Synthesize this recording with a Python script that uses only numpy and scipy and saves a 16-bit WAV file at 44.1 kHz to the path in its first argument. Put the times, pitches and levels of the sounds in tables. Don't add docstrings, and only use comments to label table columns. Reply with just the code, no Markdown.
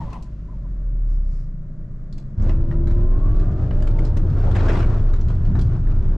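import sys
import numpy as np
from scipy import signal
from scipy.fft import rfft, irfft
from scipy.io import wavfile
from scipy.ndimage import uniform_filter1d, minimum_filter1d

SR = 44100
rng = np.random.default_rng(int(sys.argv[2]) if len(sys.argv) > 2 else 0)


def pcm_store(signal):
    levels = np.round(np.clip(np.atleast_2d(signal), -1, 1) * 32767)
    wavfile.write(sys.argv[1], SR, levels.astype(np.int16).T)


N = 272077
T = np.arange(N) / SR
HZ = np.fft.rfftfreq(N, 1 / SR)
LAUNCH_S = 2.37

# time_s, turns_per_s
CRANK_SPEED = [(1.2, 27.1), (1.9, 30.9), (2.4, 34.3), (2.55, 36.4), (2.7, 37.35), (2.88, 38.05), (3, 38.85),
               (3.3, 43.4), (3.7, 48.4), (3.9, 52.05), (4.08, 54), (5.5, 44.9), (6.17, 40.8)]
# frequency_hz, relative_density_db
SAND_SPECTRUM = [(1500, -5.5), (2400, 2.5), (3500, -2), (5500, -6), (7300, -11.5), (8800, -22),
                 (13000, -28)]


def amp(db):
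    return 10 ** (np.asarray(db) / 20)


def unit(x):
    return x / np.sqrt(np.mean(x ** 2) + 1e-20)


def curves(rows):
    s, *columns = np.transpose(rows)
    return [np.interp(T, s, c) for c in columns]


def read(points, hz):
    f, value = np.transpose(points)
    return np.interp(np.log(hz + 1), np.log(f + 1), value)


def hump(s, half_s):
    return np.exp(-((T - s) / half_s) ** 2)


def step(s, fade_s):
    return .5 + .5 * np.tanh((T - s) / fade_s)


def launched():
    return step(LAUNCH_S, fade_s=0.014)


def drift(rate_hz):
    return unit(irfft(rfft(rng.standard_normal(N)) / (1 + (HZ / rate_hz) ** 4), N))


def colour(x, spectrum):
    # frequency_hz, coherence
    coherence = [(100, 0.999), (350, 0.94), (700, 0.78), (1500, 0.57), (8000, 0.54)]
    a, b = rfft(x)
    same = np.clip(read(coherence, HZ), 0, 1)
    mid = a * np.sqrt(1 + same)
    side = b * np.sqrt(1 - same)
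    skirt = np.maximum(HZ / spectrum[-1][0], 1) ** -4
    gain = skirt * amp(read(spectrum, HZ))
    return unit(irfft(np.array([mid + side, mid - side]) * gain, N))


def noise(spectrum):
    return colour(rng.standard_normal((2, N)), spectrum)


def grains(per_s, spread_db, ring_s):
    struck = rng.random(N) < per_s / SR
    size = amp(spread_db * np.minimum(rng.exponential(1, N), 4)) * struck
    energy = signal.lfilter([1], [1, -np.exp(-1 / (ring_s * SR))], size ** 2)
    return np.sqrt(energy) * rng.standard_normal((2, N))


def blow(age, t60, rise_s):
    age = np.maximum(age, 0)
    return (1 - np.exp(-age / rise_s)) * amp(-60 * np.minimum(age / t60, 3))


def lift(hz, mode_hz, width_hz, lift_db):
    return lift_db / (1 + (2 * (hz - mode_hz) / width_hz) ** 2)


def rolling():
    # time_s, level_db before the offset below
    course = [(0, -39), (.2, -48.5), (.8, -46.5), (1.6, -49.5), (2.3, -47)]
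    # frequency_hz, relative_density_db
    spectrum = [(20, 2), (105, -5.5), (160, -4), (210, -12.5), (320, -17.5), (480, -29.5), (600, -23),
                (820, -42.5), (1150, -34.5), (2000, -44.5), (2800, -57), (7000, -59), (9000, -72)]
    offset_db = 12
    level_db, = curves(course)
    return amp(level_db + offset_db) * noise(spectrum)


def road():
    # time_s, level_db
    rocking = [(2.4, -19.5), (3.3, -7.5), (3.6, -20), (4.4, -14.5), (6.17, -17.5)]
    # centre_s, half_length_s, extra_boom_db, extra_roar_db
    patches = [(2.476, 0.067, -1, 7), (4.475, 0.22, 4.5, 2.5), (4.72, 0.23, 4, 11.5), (5.571, 0.11, 9, 2.5)]
    # frequency_hz, relative_density_db
    heave_spectrum = [(12, -25.5), (29, 17), (45, -1.5), (75, -11.5)]
    boom_spectrum = [(35, -16.5), (60, 0.5), (80, -1.5), (102, 2), (135, -7), (185, -14.5), (260, -25),
                     (450, -52)]
    roar_spectrum = [(150, -3.5), (230, -2.5), (350, 2), (490, -8), (620, -6.5), (820, -13.5), (1400, -15),
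                     (2000, -26.5), (2800, -41.5)]
    sway_hz, sway_db, heave_db = 28, -3, -1
    boom_db, roar_db, roar_at_turns_per_s, roar_db_per_doubling = -20.5, -40, 45.4, 6
    lumps_db, sand_db = 1.5, -23.0

    rocking_db, = curves(rocking)
    turns_per_s, = curves(CRANK_SPEED)
    sway_rate = sway_hz * (1 + 0.11 * drift(4.35))
    sway = np.sqrt(2) * np.sin(2 * np.pi * np.cumsum(sway_rate) / SR)
    body = amp(rocking_db) * (amp(sway_db) * sway + amp(heave_db) * noise(heave_spectrum))

    boom_course = boom_db + sum(db * hump(s, half_s) for s, half_s, db, _ in patches)
    cabin = amp(boom_course) * noise(boom_spectrum)

    roar_course = roar_db + roar_db_per_doubling * np.log2(turns_per_s / roar_at_turns_per_s)
    roar_course = roar_course + sum(db * hump(s, half_s) for s, half_s, _, db in patches)
    scrub = amp(roar_course + lumps_db * drift(9.7))
    sand = colour(grains(per_s=1500, spread_db=2.6, ring_s=.004), SAND_SPECTRUM)
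    return body + cabin + scrub * (noise(roar_spectrum) + amp(sand_db) * sand)


def grit():
    # start_s, level_db
    sprays = [(4.549, -23.5), (4.587, -28.5), (4.635, -31.5), (4.682, -21.5), (4.738, -26), (4.767, -26.5),
              (4.791, -27)]
    # frequency_hz, relative_density_db
    spectrum = [(400, 6.5), (800, 1.5), (1700, -4.5), (2500, -9), (4500, -20.5), (7300, -29), (9000, -38),
                (13000, -50)]
    streak_db = 4
    stones = colour(grains(per_s=1100, spread_db=4, ring_s=.003), spectrum)
    z = signal.stft(stones, nperseg=512)[2]
    streaks = uniform_filter1d(rng.standard_normal(z.shape[1:]), size=3, axis=0)
    streaks = unit(uniform_filter1d(streaks, size=5, axis=1))
    ringing = unit(signal.istft(z * amp(streak_db * streaks))[1][:, :N])
    power = sum((amp(db) * blow(T - s, t60=0.27, rise_s=.005)) ** 2 for s, db in sprays)
    return ringing * np.sqrt(power)


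def thuds():
    # start_s, level_db, pitch_hz
    bumps = [(3.991, -28.5, 347), (4.164, -28, 316), (4.236, -28.5, 304), (4.434, -34.5, 670),
             (4.467, -27, 580), (4.692, -22, 347), (5.55, -21, 189)]
    out = np.zeros((2, N))
    for s, db, hz in bumps:
        spectrum = [(hz / 2, -10), (hz, 0), (hz * 1.18, -6), (hz * 2, -16)]
        out += amp(db) * blow(T - s, t60=0.3, rise_s=0.0019) * noise(spectrum)
    return out


def light_rattles():
    per_s, tick_db, knock_db, spread_db, ring_hz = 7, -59.5, -54, 7, 4230
    wait, tick, knock, pitch = rng.random((64, 4)).T
    times = LAUNCH_S + np.cumsum(-np.log(1 - wait)) / per_s
    tick_levels = tick_db + spread_db * (2 * tick - 1)
    knock_levels = knock_db + spread_db * (2 * knock - 1)
    rings = ring_hz * 2 ** (pitch - .5)
    return [row for row in zip(times, tick_levels, knock_levels, rings) if row[0] < T[-1]]


def rattles():
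    # start_s, tick_db, knock_db (before the offsets below), ring_hz
    loud_strikes = [(.103, -54.5, -53, 4500), (0.129, -45, -39, 2800), (0.224, -45.5, -70, 7550),
                    (2.126, -48, -61, 4800), (2.18, -46, -50, 6640), (2.4214, -50.5, -51, 7500),
                    (2.4935, -47, -34.5, 2740), (2.713, -56, -40.5, 1200), (2.871, -44, -37.5, 1600),
                    (3.709, -60, -37.5, 1900), (3.822, -47, -41, 7100), (3.873, -46, -38, 3670),
                    (3.9888, -45.5, -38.5, 2720), (4.05, -41.5, -58, 5570), (4.1686, -39, -33.5, 2760),
                    (4.513, -44.5, -39, 3600), (5.136, -45.5, -37, 1850), (5.2102, -50, -63, 5800),
                    (5.284, -47, -40, 3400), (5.301, -55, -40, 1300), (5.35, -53.5, -50, 1400),
                    (5.5525, -47.5, -35, 1330), (5.591, -42.5, -46, 4580), (5.613, -40.5, -60, 3400),
                    (5.871, -66, -44, 1900)]
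    # frequency_hz, relative_density_db
    tick_spectrum = [(1200, -25), (3000, -10), (4200, -6), (7300, -12.5), (9000, -21.5), (13000, -28.5)]
    knock_spectrum = [(300, 7), (750, -1), (1550, -0.5), (2600, -12), (5000, -25.5)]
    tick_offset_db, knock_offset_db, chatter_db, tail_db = -5, 4, 2, -12
    ripple_db, ring_db, ring_octaves = 3.5, 4.5, 0.4
    size = 8192

    sources = np.array([amp(tick_offset_db) * noise(tick_spectrum), amp(knock_offset_db) * noise(knock_spectrum)])
    ticks, knocks = amp(chatter_db * drift(200)) * sources
    hz = np.fft.rfftfreq(size, 1 / SR)
    out = np.zeros((2, N + size))
    age = np.arange(size) / SR
    crack = blow(age, t60=0.037, rise_s=.0004)
    envelope = crack + amp(tail_db) * blow(age, t60=0.23, rise_s=.004)
    for s, tick_db, knock_db, ring_hz in loud_strikes + light_rattles():
        at = int(s * SR) + np.arange(size)
        strike = envelope * (amp(tick_db) * ticks[:, at % N] + amp(knock_db) * knocks[:, at % N])
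        ripple = unit(signal.resample(rng.standard_normal(len(hz) // 48), len(hz)))
        ring = np.exp(-(np.log2((hz + 1) / ring_hz) / ring_octaves) ** 2)
        log_gain = np.log(unit(amp(ripple_db * ripple)) * amp(ring_db * ring))
        mirrored = np.r_[log_gain, log_gain[-2:0:-1]]
        panel = np.exp(signal.hilbert(mirrored).conj())[:len(hz)]
        out[:, at] += irfft(rfft(strike) * panel, size)
    return out[:, :N]


def squeal(hz):
    jitter, flutter_db, low_mode_db, octave_db = 0.042, 2.0, -14, -24
    phase = 2 * np.pi * np.cumsum(hz * (1 + jitter * drift(210))) / SR
    tone = np.sin(phase)
    tone = tone + amp(low_mode_db) * np.sin(0.69 * phase + drift(90))
    tone = tone + amp(octave_db) * np.sin(2 * phase)
    return unit(tone * amp(flutter_db * drift(120)))


def tyre():
    # start_s, length_s, start_hz, end_hz, level_db
    squeals = [(-.03, 0.083, 1050, 843, -38), (0.046, 0.079, 981, 1032, -49),
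               (0.121, 0.063, 1069, 950, -39), (0.186, 0.13, 1040, 983, -59),
               (0.481, 0.032, 1017, 1020, -52.5), (0.509, 0.058, 1060, 880, -55.5),
               (0.638, 0.03, 1033, 976, -56)]
    # frequency_hz, relative_density_db
    scrub_spectrum = [(300, -1.5), (1050, 9.5), (1400, -14), (3200, -17.5), (6000, -32), (9000, -35)]
    skid_end_s, scrub_db, scrub_fade_db_per_s = 0.17, -46.5, 198
    surge_s, surge_half_s, surge_db = 0.154, 0.016, 6
    sand_db, sand_fade_db_per_s = -64.5, 22.5

    scrub_course = scrub_db + surge_db * hump(surge_s, surge_half_s)
    scrub_course = scrub_course - scrub_fade_db_per_s * np.maximum(T - skid_end_s, 0)
    out = amp(scrub_course) * noise(scrub_spectrum)
    out += amp(sand_db - sand_fade_db_per_s * T + 2 * drift(15)) * noise(SAND_SPECTRUM)
    for s, length_s, start_hz, end_hz, level_db in squeals:
        u = np.clip((T - s) / length_s, 0, 1)
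        out += amp(level_db) * np.sin(np.pi * u) * squeal(start_hz + u * (end_hz - start_hz))
    return out


def braked_engine():
    # mode_hz, width_hz, lift_db
    cabin_modes = [(66.4, 11, 22), (116.3, 22, 13)]
    # centre_s, half_length_s, level_db
    buzzes = [(1.132, 0.059, -65), (1.356, 0.11, -63.5)]
    firing_hz, sag_hz_per_s, idle_hz = 56.04, 18.3, 26.2
    mount_hz, mount_width_hz, shudder_db = 35.1, 10.7, -17.5
    overtone_db, shaft_db = -53, -38

    hz = np.maximum(firing_hz - sag_hz_per_s * T, idle_hz)
    phase = 2 * np.pi * np.cumsum(hz) / SR
    detuning = (hz ** 2 - mount_hz ** 2) / (hz * mount_width_hz)
    mount_gain_db = -20 * np.log10(1 + detuning ** 2)
    hum = amp(shudder_db + mount_gain_db) * np.sin(phase)
    hum = hum + amp(shaft_db) * np.sin(phase * 2 / 3)
    for k in range(2, 5):
        level_db = overtone_db + sum(lift(k * hz, *mode) for mode in cabin_modes)
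        hum = hum + amp(level_db) * np.sin(k * phase + rng.uniform(0, 2 * np.pi))
    buzz = noise([(2000, 3.0), (3200, -10.0), (5000, 1.5), (7400, -7.5)])
    bursts = sum(amp(db) * hump(s, half_s) for s, half_s, db in buzzes)
    return np.sqrt(2) * hum + buzz * bursts


def pulling_engine():
    # multiple_of_crankshaft, full_throttle_db, mode_hz, width_hz, lift_db
    orders = [(4, -46, 133, 26, 14), (5, -50, 146, 26, 16), (6, -43, 207, 14, 11), (7, -51, 300, 55, 13),
              (8, -55, 365, 80, 11), (9, -48.5, 346, 46, 14.5), (10, -54, 500, 60, 3),
              (11, -58, 570, 60, 11), (12, -61, 603, 55, 16), (17, -65, 897, 45, 15),
              (26, -64, 1120, 210, 15)]
    lift_off_s, throttle_fade_s, coast_db_per_order = 4.17, 0.034, -1.14
    waver_db, smear_rad = 2.5, 0.75
    whine_order, whine_db, whine_hz, whine_width_hz = 153, -84, 6800, 900

    hz, = curves(CRANK_SPEED)
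    phase = 2 * np.pi * np.cumsum(hz) / SR
    throttle = step(LAUNCH_S, throttle_fade_s) - step(lift_off_s, throttle_fade_s)
    stack = [(k, -59, 610, 120, 7) for k in range(13, 17)]
    out = np.zeros(N)
    for order, db, *mode in orders + stack:
        heard = launched() if order > 7 else 1
        smear = smear_rad * (order / orders[-1][0]) ** 2 * drift(55)
        level_db = db + coast_db_per_order * order * (1 - throttle)
        level_db = level_db + lift(order * hz, *mode) + waver_db * drift(13)
        out += heard * amp(level_db) * np.sin(order * phase + smear + rng.uniform(0, 2 * np.pi))
    whine_course = whine_db - ((whine_order * hz - whine_hz) / whine_width_hz) ** 2 + 2 * drift(20)
    whine = amp(whine_course) * np.sin(whine_order * phase + drift(20)) * launched()
    return np.sqrt(2) * (out + whine)


def scene():
    # frequency_hz, left_minus_right_db
    lean = [(40, 0.082), (300, 1.3), (1400, 3), (3000, 0.72), (6000, 1.8)]
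    fast = launched()
    mix = (1 - fast) * (braked_engine() + rolling()) + fast * road()
    mix = mix + tyre() + pulling_engine() + grit() + rattles() + thuds()
    mix = mix * signal.windows.tukey(N, .002)
    ears = amp(np.array([[.5], [-.5]]) * read(lean, HZ))
    return irfft(rfft(mix) * ears, N)


def record(dry):
    ceiling_db, split_hz, edge_hz = -9, 260, 14500
    bass = irfft(rfft(dry) / (1 + (HZ / split_hz) ** 4), N)
    allowed = np.minimum(1, amp(ceiling_db) / (abs(bass).max(0) + 1e-9))
    gain = uniform_filter1d(minimum_filter1d(allowed, size=900), size=900)
    low_pass = signal.firwin(511, edge_hz, window=("kaiser", 9), fs=SR)
    return signal.oaconvolve(dry + (gain - 1) * bass, low_pass[None], "same")


dry = scene()
out = record(dry)
pcm_store(out)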